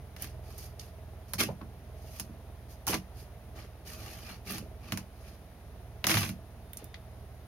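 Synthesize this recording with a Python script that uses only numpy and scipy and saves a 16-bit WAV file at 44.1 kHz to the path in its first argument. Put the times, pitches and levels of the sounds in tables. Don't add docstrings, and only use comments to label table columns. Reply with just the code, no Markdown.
import sys
import numpy as np
from scipy import signal
from scipy.fft import rfft, irfft
from scipy.io import wavfile
from scipy.ndimage import uniform_filter1d

SR = 44100
rng = np.random.default_rng(int(sys.argv[2]) if len(sys.argv) > 2 else 0)


def store_wav(level_fs):
    pcm = np.round(np.clip(np.atleast_2d(level_fs), -1, 1) * 32767)
    wavfile.write(sys.argv[1], SR, pcm.T.astype(np.int16))


N = 329418

# frequency in Hz, gain in dB.
FLAT = [(1000, 0)]
CUTOFF_HZ = 15800


def from_db(db):
    return 10 ** (np.asarray(db) / 20)


def rms_one(x):
    return x / np.sqrt(np.mean(x ** 2) + 1e-20)


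def band(x, hz, kind):
    return signal.sosfilt(signal.butter(2, hz, kind, fs=SR, output="sos"), x + 1e-18)


def colour(x, points, size=8192):
    hz, db = np.transpose(points)
    grid = np.maximum(np.fft.rfftfreq(size, 1 / SR), 1)
    gain = from_db(np.interp(np.log(grid), np.log(hz), db))
    cepstrum = irfft(np.log(gain))
    cepstrum[1:size // 2] *= 2
    cepstrum[size // 2 + 1:] = 0
    response = irfft(np.exp(rfft(cepstrum)))
    return signal.oaconvolve(x, response)[:N]


def stereo(pair, points):
    # frequency in Hz, side minus mid in dB.
    widths = [(200, -19), (700, -8), (1300, -3), (2400, -1), (4400, 0)]
    scatter = rms_one(rng.standard_normal(SR // 200)) / np.sqrt(SR // 100)
    scattered_treble = band(signal.oaconvolve(pair[0], scatter)[:N], 1800, "high")
    side = scattered_treble + pair[1] * np.sqrt(.5)
    mid, side = colour(pair[0], points), colour(colour(side, widths), points)
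    return np.array([mid + side, mid - side])


def drift(rate, count=4000):
    return np.interp(np.arange(N) / SR * rate, np.arange(count), rng.standard_normal(count))


def ring(force, hz, t60):
    r = from_db(-60 / (t60 * SR))
    w = 2 * np.pi * hz / SR
    return signal.lfilter([0, np.sin(w)], [1, -2 * r * np.cos(w), r * r], force + 1e-18)


def body(force):
    # frequency in Hz, gain in dB, 60 dB decay in seconds.
    modes = [(87, 3.5, 0.028), (99.8, 3, 0.27), (148.7, -4, 0.28), (185, -1, 0.27), (226.4, 0.5, 0.23),
             (260, -5, 0.12), (322, -1.5, 0.16), (396, -12, 0.2), (662, -2.5, 0.055)]
    return sum((-1) ** k * from_db(db) * ring(force, hz, t60) for k, (hz, db, t60) in enumerate(modes))


def envelope(start, rise, hold, release_db_per_s, sag_db_per_s=0):
    swell_power = 0.99
    age = np.maximum(np.arange(N) / SR - start, 0)
    swell = np.minimum(age / max(rise, .001), 1) ** swell_power
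    sag_db = sag_db_per_s * np.clip(age - rise, 0, hold)
    release_db = release_db_per_s * np.clip(age - rise - hold, 0, 1)
    return swell * from_db(-sag_db - release_db)


def air(air_db=-54.0):
    # frequency in Hz, gain in dB per Hz.
    air_colour = [(50, -9.5), (100, 7.5), (200, 2.5), (320, -7), (700, -4), (1000, -11.5), (2000, -18),
                  (6500, -29), (10500, -24.5), (15500, -31)]
    return from_db(air_db) * rms_one(stereo(rng.standard_normal((2, N)), air_colour))


def whistle():
    start_s, length_s, level_db, pitch_hz = 6.6, 0.51, -71, 3600
    t = np.arange(N) / SR
    swell = np.sin(np.pi * np.clip((t - start_s) / length_s, 0, 1))
    return from_db(level_db) * swell * np.sin(2 * np.pi * pitch_hz * t)


def engine(throb=0.048, regular_db=0, load_db_per_hz=1.5):
    # time in seconds, firings per second.
    idle = [(0.0, 20.2), (0.421, 20.5), (1.541, 19.5), (1.869, 20.2), (2.678, 19.3), (5.6, 18.2),
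            (5.931, 18.8), (7.47, 18.9)]
    exhaust_orders = [-61.5, -53.5, -51.5, -60.5, -57, -75.5]
    # frequency in Hz, width in Hz, relative level in dB.
    clatter_modes = [(436, 76, -64.5), (641, 49, -63)]
    rate = np.interp(np.arange(N) / SR, *np.transpose(idle))
    cycles = np.cumsum(rate) / SR + 0.012 * drift(18)
    turn = 2 * np.pi * cycles
    exhaust = 0
    for k, db in enumerate(exhaust_orders, 2):
        wave = np.cos(k * turn - 0.614 * k * k)
        exhaust = exhaust + np.sqrt(2) * from_db(db + drift(2.01)) * wave
    firings = rms_one(np.diff(np.floor(cycles), prepend=0).clip(0))
    puffs = rng.standard_normal((2, N)) * (1 + throb * np.cos(turn))
    force = puffs + from_db(regular_db) * firings
    clatter = 0
    for hz, width, db in clatter_modes:
        t60 = np.log(1000) / (np.pi * width)
        clatter = clatter + from_db(db) * rms_one(ring(force, hz, t60))
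    level = from_db(load_db_per_hz * (rate - rate.mean()) + 1.6 * drift(12))
    return level * (exhaust + stereo(clatter, FLAT))


def porch(x):
    t60_s, level_db, low_hz, cut_hz, first_s = 0.083, -12.5, 155, 10200, .008
    t = np.arange(SR // 2) / SR
    noise = band(rng.standard_normal((2, len(t))), [low_hz, cut_hz], "band")
    tail = noise * from_db(-60 * t / t60_s) * (t > first_s)
    tail /= np.sqrt(np.sum(tail ** 2, axis=1, keepdims=True))
    return x + from_db(level_db) * signal.oaconvolve(x, tail, axes=1)[:, :N]


def knocking(knock_db=-46, thud_db=-2):
    # start in seconds, relative push in dB, pitch of the push in Hz.
    knocks = [(1.338, -36.5, 138), (1.406, -27.5, 320), (1.455, -32.5, 203), (1.487, -32, 148),
              (1.616, -37.5, 262), (2.201, -42.5, 218), (2.294, -40.5, 223), (2.942, -26.5, 332),
              (2.972, -41, 153), (4.509, -36.5, 197), (4.598, -38, 175), (4.625, -36, 400),
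              (4.922, -29, 200), (4.974, -37.5, 198), (6.069, -29, 225), (6.14, -26.5, 109),
              (6.169, -33.5, 125), (6.293, -30.5, 190), (6.8234, -36.5, 423)]
    force = np.zeros(N)
    for s, db, hz in knocks:
        t = np.arange(round(2 * SR / hz)) / SR
        i = round(s * SR)
        force[i:i + len(t)] += from_db(db) * np.sin(2 * np.pi * hz * t) * np.hanning(len(t))
    return from_db(knock_db) * body(force) + from_db(thud_db) * force


def ticking(tick_db=0, ring_s=0.0025, ring_db=-17, spray_s=0.024, spray_db=-37):
    # start in seconds, relative strength in dB, pitch in Hz.
    ticks = [(0.2227, -11.5, 10700), (0.5807, -24, 11000), (0.796, -19, 5570), (4.508, -16.5, 11300),
             (4.521, -17.5, 11000), (6.733, -21, 11500), (6.7328, -29, 2430), (6.7714, -15.5, 8800),
             (6.843, -24, 10500), (6.943, -21, 2800)]
    t = np.arange(SR // 20) / SR
    decay = from_db(ring_db) * np.exp(-t / ring_s) + from_db(spray_db) * np.exp(-t / spray_s)
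    out = np.zeros((2, N))
    for s, db, hz in ticks:
        pop = decay * rng.choice([-1, 1], (2, len(t)))
        pop[0, 0] = 1
        pop = band(pop, [hz / 1.5, min(hz * 1.5, CUTOFF_HZ)], "band")
        i = round(s * SR)
        out[:, i:i + len(t)] += from_db(db + tick_db) * pop / np.linalg.norm(pop[0])
    return stereo(out, FLAT)


def bursting_cells(per_s, spread_db):
    sizes_db = spread_db * np.minimum(rng.exponential(1, (2, N)), 4)
    sizes = from_db(sizes_db) * rng.choice([-1, 1], (2, N))
    clicks = sizes * (rng.random((2, N)) < per_s / SR)
    return clicks / np.sqrt(uniform_filter1d(clicks ** 2, size=900, axis=1) + 1e-6)


def squelching(squelch_db=0, release_db_per_s=560):
    # start in seconds, swell in seconds, relative level in dB, pitch in Hz.
    squelches = [(0.222, 0.023, -53, 1640), (1.482, 0.01, -36.5, 556), (1.609, 0.0038, -47, 910),
                 (2.868, 0.014, -34.5, 950), (2.89, 0.0062, -35, 400), (2.923, 0.01, -35.5, 825),
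                 (4.26, 0.04, -51, 1280)]
    cells, out = bursting_cells(per_s=1300, spread_db=2.5), 0
    for start, swell, db, hz in squelches:
        juice = rms_one(band(cells, [hz / 1.4, hz * 1.4], "band"))
        out = out + from_db(db + squelch_db) * juice * envelope(start, swell, 0, release_db_per_s)
    return stereo(out, FLAT)


def snapping(crack_s=0.0015, tail_s=0.023, tail_db=-20, echo_s=.0057, echo_db=-10, crack_db=12,
             click_db=-1, ring_cycles=5.66, boom_db=-28, splinter_db=-4):
    # start in seconds, relative levels of click and woody crack in dB.
    snaps = [(0.164,-38,-37), (0.243,-35,-37), (1.335,-19.5,-26), (1.4037,-33,-17), (1.6145,-60,-45),
             (2.1975,-21.5,-32.5), (2.868,-20,-42), (2.879,-16,-45), (2.9323,-28,-23.5), (2.942,-21.5,-20),
             (4.582,-28,-34.5), (4.9215,-22,-22), (4.974,-25.5,-30), (6.0415,-23,-16), (6.0684,-10.5,-17),
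             (6.0945,-21,-15.5), (6.104,-18,-23), (6.1144,-22,-18.5), (6.142,-35,-15), (6.1698,-33,-17.5),
             (6.177,-22,-19.5), (6.2314,-38,-23.5), (6.2389,-37,-29), (6.2623,-34,-32), (6.2912,-30,-32.5)]
    # frequency in Hz, gain in dB per Hz.
    snap_colour = [(450, -14), (2300, -4), (3300, -8), (5500, -2.5), (11000, -3), (15500, -10)]
    bend_lag_cycles = 1.2
    t = np.arange(SR // 12) / SR
    click = np.exp(-t / crack_s) + from_db(tail_db) * np.exp(-t / tail_s)
    click += from_db(echo_db) * (t > echo_s) * np.exp(-np.abs(t - echo_s) / (2 * crack_s))
    pitches = 450 * 2 ** np.arange(0, 3.5, .5)
    out, push = np.zeros((2, N)), np.zeros(N)
    for s, bright_db, woody_db in snaps:
        i = round(s * SR)
        splinters = rng.choice([-1, 1], (len(pitches) + 1, 2, len(t)))
        snap = from_db(bright_db + click_db) * band(click * splinters[-1], 3800, "high")
        for hz, grains in zip(pitches, splinters):
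            age = t * hz / ring_cycles
            wave = from_db(splinter_db) * grains * np.sqrt(age) * np.exp(-age)
            wave[:, round(bend_lag_cycles * SR / hz)] += grains[:, 0] * np.sqrt(.5 * SR / hz)
            snap += from_db(woody_db + crack_db) * band(wave, [hz / 1.25, hz * 1.25], "band")
        out[:, i:i + len(t)] += snap
        push[i] += from_db(woody_db + boom_db)
    return stereo(out, snap_colour) + body(push)


def slips(per_s, slip_s, jerk_db):
    kicks = (rng.random(N) < per_s / SR) * rng.uniform(0.34, 1, N)
    strain = signal.lfilter([1], [1, -np.exp(-1 / (slip_s * SR))], kicks + 1e-18)
    return rms_one(from_db(jerk_db * np.tanh(strain)))


def in_the_cleft(grains, shifts_per_s):
    cleft_modes = [840, 1160, 1780, 2350, 2700, 3050, 4700]
    # frequency in Hz, gain in dB per Hz.
    cut_colour = [(210, -26), (350, 4), (498, -7), (844, -1.5), (990, -25), (1120, -2), (1400, -7),
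                  (2420, -2), (3620, -7.5), (4800, -4.5), (10400, -1.5), (13600, -2.5), (16000, -16.5)]
    width_hz = 147
    r = np.exp(-np.pi * width_hz / SR)
    out, n = grains, np.arange(N)
    for hz in cleft_modes:
        poles = [1, -2 * r * np.cos(2 * np.pi * hz / SR), r * r]
        rung = signal.lfilter([1 - r, 0, r - 1], poles, grains + 1e-18)
        glide = n + SR * .03 / shifts_per_s * drift(shifts_per_s)
        gliding = np.array([np.interp(glide, n, x) for x in rung])
        out = out + gliding * from_db(2 + 6 * np.tanh(drift(shifts_per_s)))
    return stereo(out, cut_colour)


def two_registers(x, low_gain, high_gain, split_hz=4200):
    low, high = band(x, split_hz, "low"), band(x, split_hz, "high")
    return low_gain * low / np.std(low.mean(0)) - high_gain * high / np.std(high.mean(0))


def tearing(crunch_db=-3, fizz_db=-1, boom_db=-1):
    # start in seconds, gathering in seconds, running in seconds,
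    # relative levels of crunch, fizz and boom in dB, low edge of the crackle in Hz.
    tears = [ (1.381, 0.025, 0.0073, -26.5, -32.5, -36, 230), (2.864, 0.017, 0.032, -43, -38, -39, 200),
             (2.916, 0.012, 0.0043, -34, -47.5, -43, 300), (6.075, 0.026, 0.15, -31, -35, -31, 1000),
             (6.27, 0.0069, 0.0032, -52, -48.5, -57, 1100)]
    sag_db_per_s, release_db_per_s = 58, 363
    boom_outlasts_s, boom_sag_db_per_s, boom_release_db_per_s = 0.011, 70, 214
    grains = bursting_cells(per_s=6400, spread_db=1.5) * slips(per_s=110, slip_s=.003, jerk_db=11)
    shake = body(grains[0])
    shake = shake / np.sqrt(uniform_filter1d(shake ** 2, size=1800) + 1e-9)
    fractures, out = in_the_cleft(grains, shifts_per_s=33), 0
    for start, rise, run, coarse_db, fine_db, low_db, lowest_hz in tears:
        crunch, fizz = from_db(coarse_db + crunch_db), from_db(fine_db + fizz_db)
        crackle = two_registers(band(fractures, lowest_hz, "high"), crunch, fizz)
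        out = out + crackle * envelope(start, rise, run, release_db_per_s, sag_db_per_s)
        shaking = envelope(start, rise, run + boom_outlasts_s, boom_release_db_per_s, boom_sag_db_per_s)
        out = out + from_db(low_db + boom_db) * shake * shaking
    return out


def rubbing(rasp_db=-2.5, hiss_db=-3.0, boom_db=0):
    # start in seconds, speeding up in seconds,
    # full speed in seconds, relative levels of rasp and hiss in dB.
    strokes = [ (0.17, 0.071, 0.0073, -50.5, -48), (0.41, 0.078, 0.077, -63.5, -59),
               (0.565, 0.028, 0.062, -68, -49), (0.79, 0.005, 0.062, -64, -55.5),
               (1.278, 0.0051, 0.057, -82, -59), (1.93, 0.27, 0.006, -62.5, -53),
               (2.68, 0.036, 0.0074, -82, -54.5), (3.13, 0.069, 0.0065, -63, -55),
               (3.548, 0.014, 0.069, -53, -61.5), (3.847, 0.026, 0.079, -54, -48),
               (3.91, 0.12, 0.2, -51.5, -51.5), (4.22, 0.072, 0.038, -50, -54),
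               (4.442, 0.059, 0.068, -45, -45.5), (4.79, 0.12, 0.072, -51.5, -58.5),
               (5.129, 0.13, 0.08, -62, -62.5), (6.77, 0.023, 0.02, -55, -73)]
    # frequency in Hz, gain in dB.
    rub_tint = [(1400, 6), (2100, 2), (5200, 2.5), (9000, -1.5)]
    sag_db_per_s, release_db_per_s = 33.5, 272
    power = 0
    for start, rise, hold, *levels in strokes:
        stroke = envelope(start, rise, hold, release_db_per_s, sag_db_per_s)
        power = power + np.outer(from_db(levels), stroke) ** 2
    rasp, hiss = np.sqrt(power)
    grains = bursting_cells(per_s=3600, spread_db=1.8) * slips(per_s=90, slip_s=.0035, jerk_db=7)
    boom = from_db(boom_db) * rasp * rms_one(body(grains[0]))
    scrape = np.array([colour(x, rub_tint) for x in in_the_cleft(grains, shifts_per_s=24)])
    scrape = scrape * from_db(1.3 * drift(35))
    return two_registers(scrape, rasp * from_db(rasp_db), hiss * from_db(hiss_db)) + boom


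def scene():
    cutting = rubbing() + squelching() + tearing() + snapping() + ticking() + knocking()
    return porch(cutting) + engine() + air() + whistle()


def record(dry, notch_hz=7900, notch_width_hz=1400, notch_db=-14):
    # frequency in Hz, left minus right in dB.
    lean = [(60, -3), (600, -2.5), (1300, 2), (3500, 0.9), (8000, -2.5), (11000, -7)]
    dip = [(notch_hz - notch_width_hz, 0), (notch_hz, notch_db), (notch_hz + notch_width_hz, 0)]
    ports = []
    for x, sign in zip(dry, (1, -1)):
        port_colour = [(hz, sign * db / 2) for hz, db in lean]
        ports.append(colour(colour(x, port_colour), dip))
    return signal.sosfilt(signal.ellip(10, .2, 70, CUTOFF_HZ, fs=SR, output="sos"), ports)


dry = scene()
out = record(dry)
store_wav(out)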